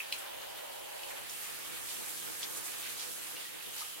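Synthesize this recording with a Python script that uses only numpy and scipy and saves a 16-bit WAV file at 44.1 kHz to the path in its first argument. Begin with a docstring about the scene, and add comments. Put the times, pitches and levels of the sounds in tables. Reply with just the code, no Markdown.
"""A cat in a bathtub under a hand shower, in a small tiled bathroom, heard on two microphones
15 cm apart and of opposite polarity. After a short knock the jets drum on something hollow and a sharp
click rings off the tiles. About a second in they swing away: the drumming drops to the tub floor and
the droplets' hiss builds, with a second sharp click near 2.4 s. Larger bubbles ring toward the end.
Throughout, water runs down the tub with gushes of splatter, small bubbles and fainter ticks."""
import sys
import numpy as np
from scipy import signal
from scipy.fft import rfft, irfft, next_fast_len
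from scipy.io import wavfile
from scipy.ndimage import uniform_filter1d, map_coordinates

SR = 44100
rng = np.random.default_rng(int(sys.argv[2]) if len(sys.argv) > 2 else 0)


def transcribe(signal):
    """Save signal, clipped to [-1, 1], as a 16-bit WAV file at the path in sys.argv[1]."""
    frames = np.atleast_2d(signal).T
    limited = np.clip(frames, -1, 1)
    pcm = np.round(limited * 32767).astype(np.int16)
    wavfile.write(sys.argv[1], SR, pcm)


N = 176400  # 4 s


def amp(db):
    """Decibels to gain."""
    return 10 ** (np.asarray(db) / 20)


def unit(x):
    """Scale to rms 1."""
    return x / np.sqrt(np.mean(x ** 2) + 1e-20)


def along(points, hz):
    """Read (freq_hz, value) points at hz, on a log frequency axis."""
    f, v = np.transpose(points)
    return np.interp(np.log(hz + 1), np.log(f + 1), v)


def curve(rows):
    """Join (time_s, value) points, one value per sample."""
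    return np.interp(np.arange(N) / SR, *np.transpose(rows))


def wobble(rate):
    """A smooth random curve, rate knots a second."""
    return map_coordinates(rng.standard_normal(1024), [np.arange(N) * rate / SR], mode="mirror")


def filtered(x, response):
    """Filter x by a complex response of frequency."""
    size = next_fast_len(N + SR // 2)
    return irfft(rfft(x, size) * response(np.fft.rfftfreq(size, 1 / SR)), size)[..., :N]


def resonance(f, hz, width):
    """The response of one damped mode, width in Hz."""
    return 1j * f * width / (hz * hz - f * f + 1j * f * width)


def add(out, start_s, sound):
    """Mix a stereo sound in at start_s."""
    part = out[:, max(round(start_s * SR), 0):][:, :sound.shape[1]]
    part += sound[:, :part.shape[1]]


# Decay of the tiled bathroom: freq_hz, t60_s
ROOM_DECAY = [(200, .5), (3000, .2)]
def in_room(sound, walls_db=-3, tail_db=-2, walls_fade_s=.03, right_lag_s=.00014):
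    """A short sound reaches the left microphone first, then bounces off tub and tiles and dies away."""
    hz, t, noise = signal.stft(rng.standard_normal((2, SR // 3)), SR, nperseg=256)
    tail = signal.istft(noise * amp(-60 * t / along(ROOM_DECAY, hz)[:, None]), SR, nperseg=256)[1]
    echoes = amp(tail_db) * tail / np.linalg.norm(tail[0])
    for mic in echoes:
        delay_s = .001 + .024 * rng.random(20) ** 2
        bounces = rng.choice([-1, 1], 20) * np.exp(-delay_s / walls_fade_s)
        np.add.at(mic, (delay_s * SR).astype(int), amp(walls_db) * bounces / np.linalg.norm(bounces))
    echoes[[0, 1], [0, round(right_lag_s * SR)]] += 1  # direct path
    return signal.fftconvolve(sound[None], echoes, axes=1)


def standing_waves(x, ripple_db=1.3, step_hz=20):
    """The small room favours some frequencies and starves their neighbours."""
    knots = rng.standard_normal(4096)
    ripple = lambda f: map_coordinates(knots, [f / step_hz], mode="mirror")
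    return filtered(x, lambda f: amp(ripple_db / (1 + f / 8000) * ripple(f)))


def diffuse(pair, spacing_m=.15, sound_m_per_s=343):
    """Sound from all sides: alike at both microphones in the bass, unrelated in the treble."""
    def response(f):
        likeness = 0.96 * np.sinc(2 * f * spacing_m / sound_m_per_s) / (1 + (f / 1500) ** 4)
        angle = np.arccos(likeness) / 2
        return np.array([np.cos(angle), np.sin(angle)])
    mid, side = filtered(pair, response)
    return np.array([mid + side, mid - side])


def impacts(rate, spread_db, blur_db):
    """Two trains of random drop impacts, rate a second, in a blur of their echoes."""
    size = amp(spread_db * np.minimum(rng.exponential(size=(2, N)), np.pi))
    drops = (rng.random((2, N)) < rate / SR) * size * rng.choice([-1, 1], (2, N))
    return unit(drops) + amp(blur_db) * rng.standard_normal((2, N))


def patter(response, rate, spread_db, blur_db):
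    """Drop impacts from all sides, coloured by response and by the room; rms 1."""
    drops = diffuse(impacts(rate, spread_db, blur_db))
    return unit(standing_waves(filtered(drops, response)))


def patchy(x, depth_db):
    """The colour of the splatter shifts from moment to moment; rms 1."""
    spectra = signal.stft(x, nperseg=512)[2]
    patches = uniform_filter1d(rng.standard_normal(spectra.shape[1:]), size=12, axis=0)
    patches = unit(uniform_filter1d(patches, size=9, axis=1))
    return unit(signal.istft(spectra * amp(depth_db * patches), nperseg=512)[1][:, :N])


def nozzle():
    """The shower head's own thin, steady fizz."""
    fizz = patter(lambda f: resonance(f, hz=11400, width=7100) ** 2, rate=3000, spread_db=9.5, blur_db=0)
    return fizz * amp(-56.5 + 0.94 * wobble(24.4))


def singing():
    """A narrow, flickering band of hiss near 3 kHz, heard early and again late."""
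    band = unit(filtered(rng.standard_normal((2, N)), lambda f: resonance(f, hz=3030, width=300)))
    level_db = curve([(1, -56), (1.5, -64), (3.1, -73), (3.7, -52.5)])
    return band * amp(level_db + 0.47 * wobble(26.5))


def bubble(hz, t60, rise=0.099):
    """A bubble's ring starts softly and rises in pitch as it dies."""
    t = np.arange(SR // 8) / SR
    phase = 2 * np.pi * hz * (t + rise * t * t / (2 * t60))
    onset = 1 - np.exp(-t / 0.00079)
    return np.sin(phase) * amp(-60 * t / t60) * onset


# A short knock at the start, then larger bubbles near the end: start_s, pitch_hz, level_db, t60_s
KNOCK_AND_BUBBLES = [(.003, 2440, -15.5, 0.006), (3.367, 2790, -32.5, 0.019), (3.452, 1860, -38.5, 0.033),
                     (3.608, 2590, -39.5, .03), (3.664, 3580, -38, .017), (3.806, 860, -33.5, 0.012),
                     (3.818, 1230, -36, 0.035)]
def bubbles(small_count=130, ring_cycles=35):
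    """One very short ring sounds as a knock; a few distinct bubbles ring among many faint ones."""
    out = np.zeros((2, N))
    for start_s, hz, db, t60 in KNOCK_AND_BUBBLES:
        add(out, start_s, amp(db) * in_room(bubble(hz, t60)))
    for when, pitch, strength in rng.random((small_count, 3)):
        hz, db = 1400 * 5 ** pitch, -55 + 11 * strength ** 2
        add(out, when * N / SR, amp(db) * in_room(bubble(hz, ring_cycles / hz)))
    return out


# Modes that ring in a click: pitch_hz, level_db, t60_s
CLICK_RING = [(2600, -6, .016), (2900, -5, .012), (3280, -7, .01), (4050, -5, .009), (4700, -13, .007),
              (8300, -20, .01)]
# Sharp clicks and fainter ticks: start_s, level_db, pitch_ratio
CLICK_HITS = [(.125, -21, 1), (0.4176, -40.5, 1.6), (0.992, -38.5, 0.96), (1.034, -33.5, 1.02),
              (1.296, -35, 2.1), (2.43, -29, 1.2), (3.723, -55, 1.2)]
def clicks():
    """Short hard clicks without bass ring off the tiles, a little left of the microphones."""
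    t, out = np.arange(SR // 20) / SR, np.zeros((2, N))
    low_cut = signal.butter(6, 2250, "highpass", fs=SR, output="sos")
    for start_s, db, ratio in CLICK_HITS:
        ring = sum(amp(mode_db - 60 * t / t60) * np.sin(2 * np.pi * hz * ratio * t)
                   for hz, mode_db, t60 in CLICK_RING)
        crack = amp(-16 - 60 * t / .008) * rng.standard_normal(len(t))
        add(out, start_s, amp(db) * in_room(signal.sosfilt(low_cut, ring + crack)))
    return out * amp([[1], [-1.5]])


def drummed(modes):
    """Jets keep a body's modes ringing; each reaches the two microphones more or less alike; rms 1."""
    def response(f):
        return sum((-1) ** k * amp(db) * resonance(f, hz, width) * np.sqrt([[1 + alike], [1 - alike]])
                   for k, (hz, width, db, alike) in enumerate(modes))
    mid, side = filtered(impacts(rate=1500, spread_db=1, blur_db=4), response)
    return unit(np.array([mid + side, mid - side]))


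# Modes of the hollow spot and the tub floor: pitch_hz, width_hz, level_db, mic_likeness (-1 to 1)
HOLLOW_MODES = [(390, 50, -8, .9), (495, 24, -1, .95), (557, 26, -2, .4), (603, 28, -3, .7),
                (637, 28, 1, .92), (748, 55, -4.5, .65), (828, 38, -4, 0), (947, 28, -5, 0),
                (1045, 45, -9, 0)]
FLOOR_MODES = [(88, 18, -11, .9), (172, 24, -2, .85), (215, 16, 0, .97), (325, 30, 1, .9),
               (385, 26, 0, .95), (490, 70, -1.5, .6)]
# Strength of the drumming on each: time_s, level_db
HOLLOW_LEVEL = [(0, -55.5), (.25, -49.5), (1.19, -49), (1.3, -73)]
FLOOR_LEVEL = [(.9, -61.5), (2.1, -54.5), (3.1, -53.5), (3.9, -61)]
def drumming():
    """The jets drum on a hollow spot, later on the tub floor."""
    hollow = drummed(HOLLOW_MODES) * amp(curve(HOLLOW_LEVEL))
    floor = drummed(FLOOR_MODES) * amp(curve(FLOOR_LEVEL) + 1.8 * wobble(18))
    return hollow + floor


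# Colour of the running water: freq_hz, level_db
WASH_SPECTRUM = [(50, -4), (88, -2.5), (135, -11.5), (255, -9), (400, -3.5), (1050, -2.2), (1500, -2.5),
                 (3000, -2), (4200, -5), (5500, -10.5), (14000, -11.5)]
# Its strength: time_s, level_db
WASH_LEVEL = [(0, -44.5), (.8, -48), (1.45, -44.5), (2.95, -45), (3.3, -45.5), (4, -48)]
def wash():
    """Heavier drops splash in the water that runs down the tub."""
    drops = patter(lambda f: amp(along(WASH_SPECTRUM, f)), rate=900, spread_db=0, blur_db=4.5)
    return patchy(drops, depth_db=1.5) * amp(curve(WASH_LEVEL) + 0.29 * wobble(9.5))


# Gushes of splatter: peak_s, length_s, centre_hz, level_db
GUSHES = [(0.145, .03, 7900, -45.5), (0.437, 0.034, 1320, -50), (1.115, 0.021, 1600, -46.5),
          (1.18, 0.031, 2000, -46.5), (1.902, 0.038, 3640, -45), (2.438, 0.021, 3940, -39),
          (2.578, .021, 8500, -40.5), (2.66, 0.034, 8240, -42), (2.876, 0.086, 2910, -45),
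          (3.016, 0.057, 4360, -42.5), (3.415, 0.082, 3320, -47.5), (3.798, 0.055, 4030, -45)]
def splashes(half_width_octaves=.65):
    """Broad gushes of splatter swell and fade as the jets sweep over the cat."""
    t, out = np.arange(N) / SR, np.zeros((2, N))
    for peak_s, length_s, hz, db in GUSHES:
        band = lambda f: np.exp(-(np.log2((f + 1) / hz) / half_width_octaves) ** 2 / 2)
        swell = np.exp(-2 * ((t - peak_s) / length_s) ** 2)
        out += patter(band, rate=1000, spread_db=3.5, blur_db=2) * amp(db) * swell
    return out


# Colour of the spray's hiss: freq_hz, level_db
SPRAY_SPECTRUM = [(1000, -32), (2500, -6.5), (5300, -3), (8000, 1.5), (12000, 2.4), (16000, -6.5)]
# Its strength: time_s, level_db
SPRAY_LEVEL = [(0, -49), (.11, -68), (.19, -44.5), (.28, -61), (.62, -53), (.85, -55.5), (1.11, -48.5),
               (1.26, -53.5), (1.31, -45), (1.46, -44.5), (1.61, -48), (1.9, -42.5), (2.13, -42.5),
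               (2.32, -43.5), (2.93, -43.5), (3.44, -46.5), (3.57, -51.5), (3.66, -47.5), (3.82, -43.5),
               (4, -51)]
def spray():
    """Fine droplets hiss on fur and wet enamel."""
    drops = patter(lambda f: amp(along(SPRAY_SPECTRUM, f)), rate=2500, spread_db=3.5, blur_db=3)
    return patchy(drops, depth_db=1.2) * amp(curve(SPRAY_LEVEL) + 0.9 * wobble(30))


def scene():
    """Everything in the tub, as it arrives at the two microphones."""
    return nozzle() + spray() + wash() + drumming() + singing() + splashes() + bubbles() + clicks()


# Right microphone over the left: freq_hz, gain_db
MIC_BALANCE = [(100, 1.5), (800, 1.1), (1500, -0.5), (2200, 3.5), (3400, -2), (4600, 0.8), (5500, 3.5),
               (10500, 4), (14500, 0.5)]
def record(dry):
    """The spaced microphones differ in colour and polarity; nothing is kept above 15.9 kHz."""
    def response(f):
        half_db = along(MIC_BALANCE, f) / 2
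        return np.array([amp(-half_db), -amp(half_db)]) * (f < 15900)
    return filtered(dry, response)


dry = scene()
out = record(dry)
transcribe(out)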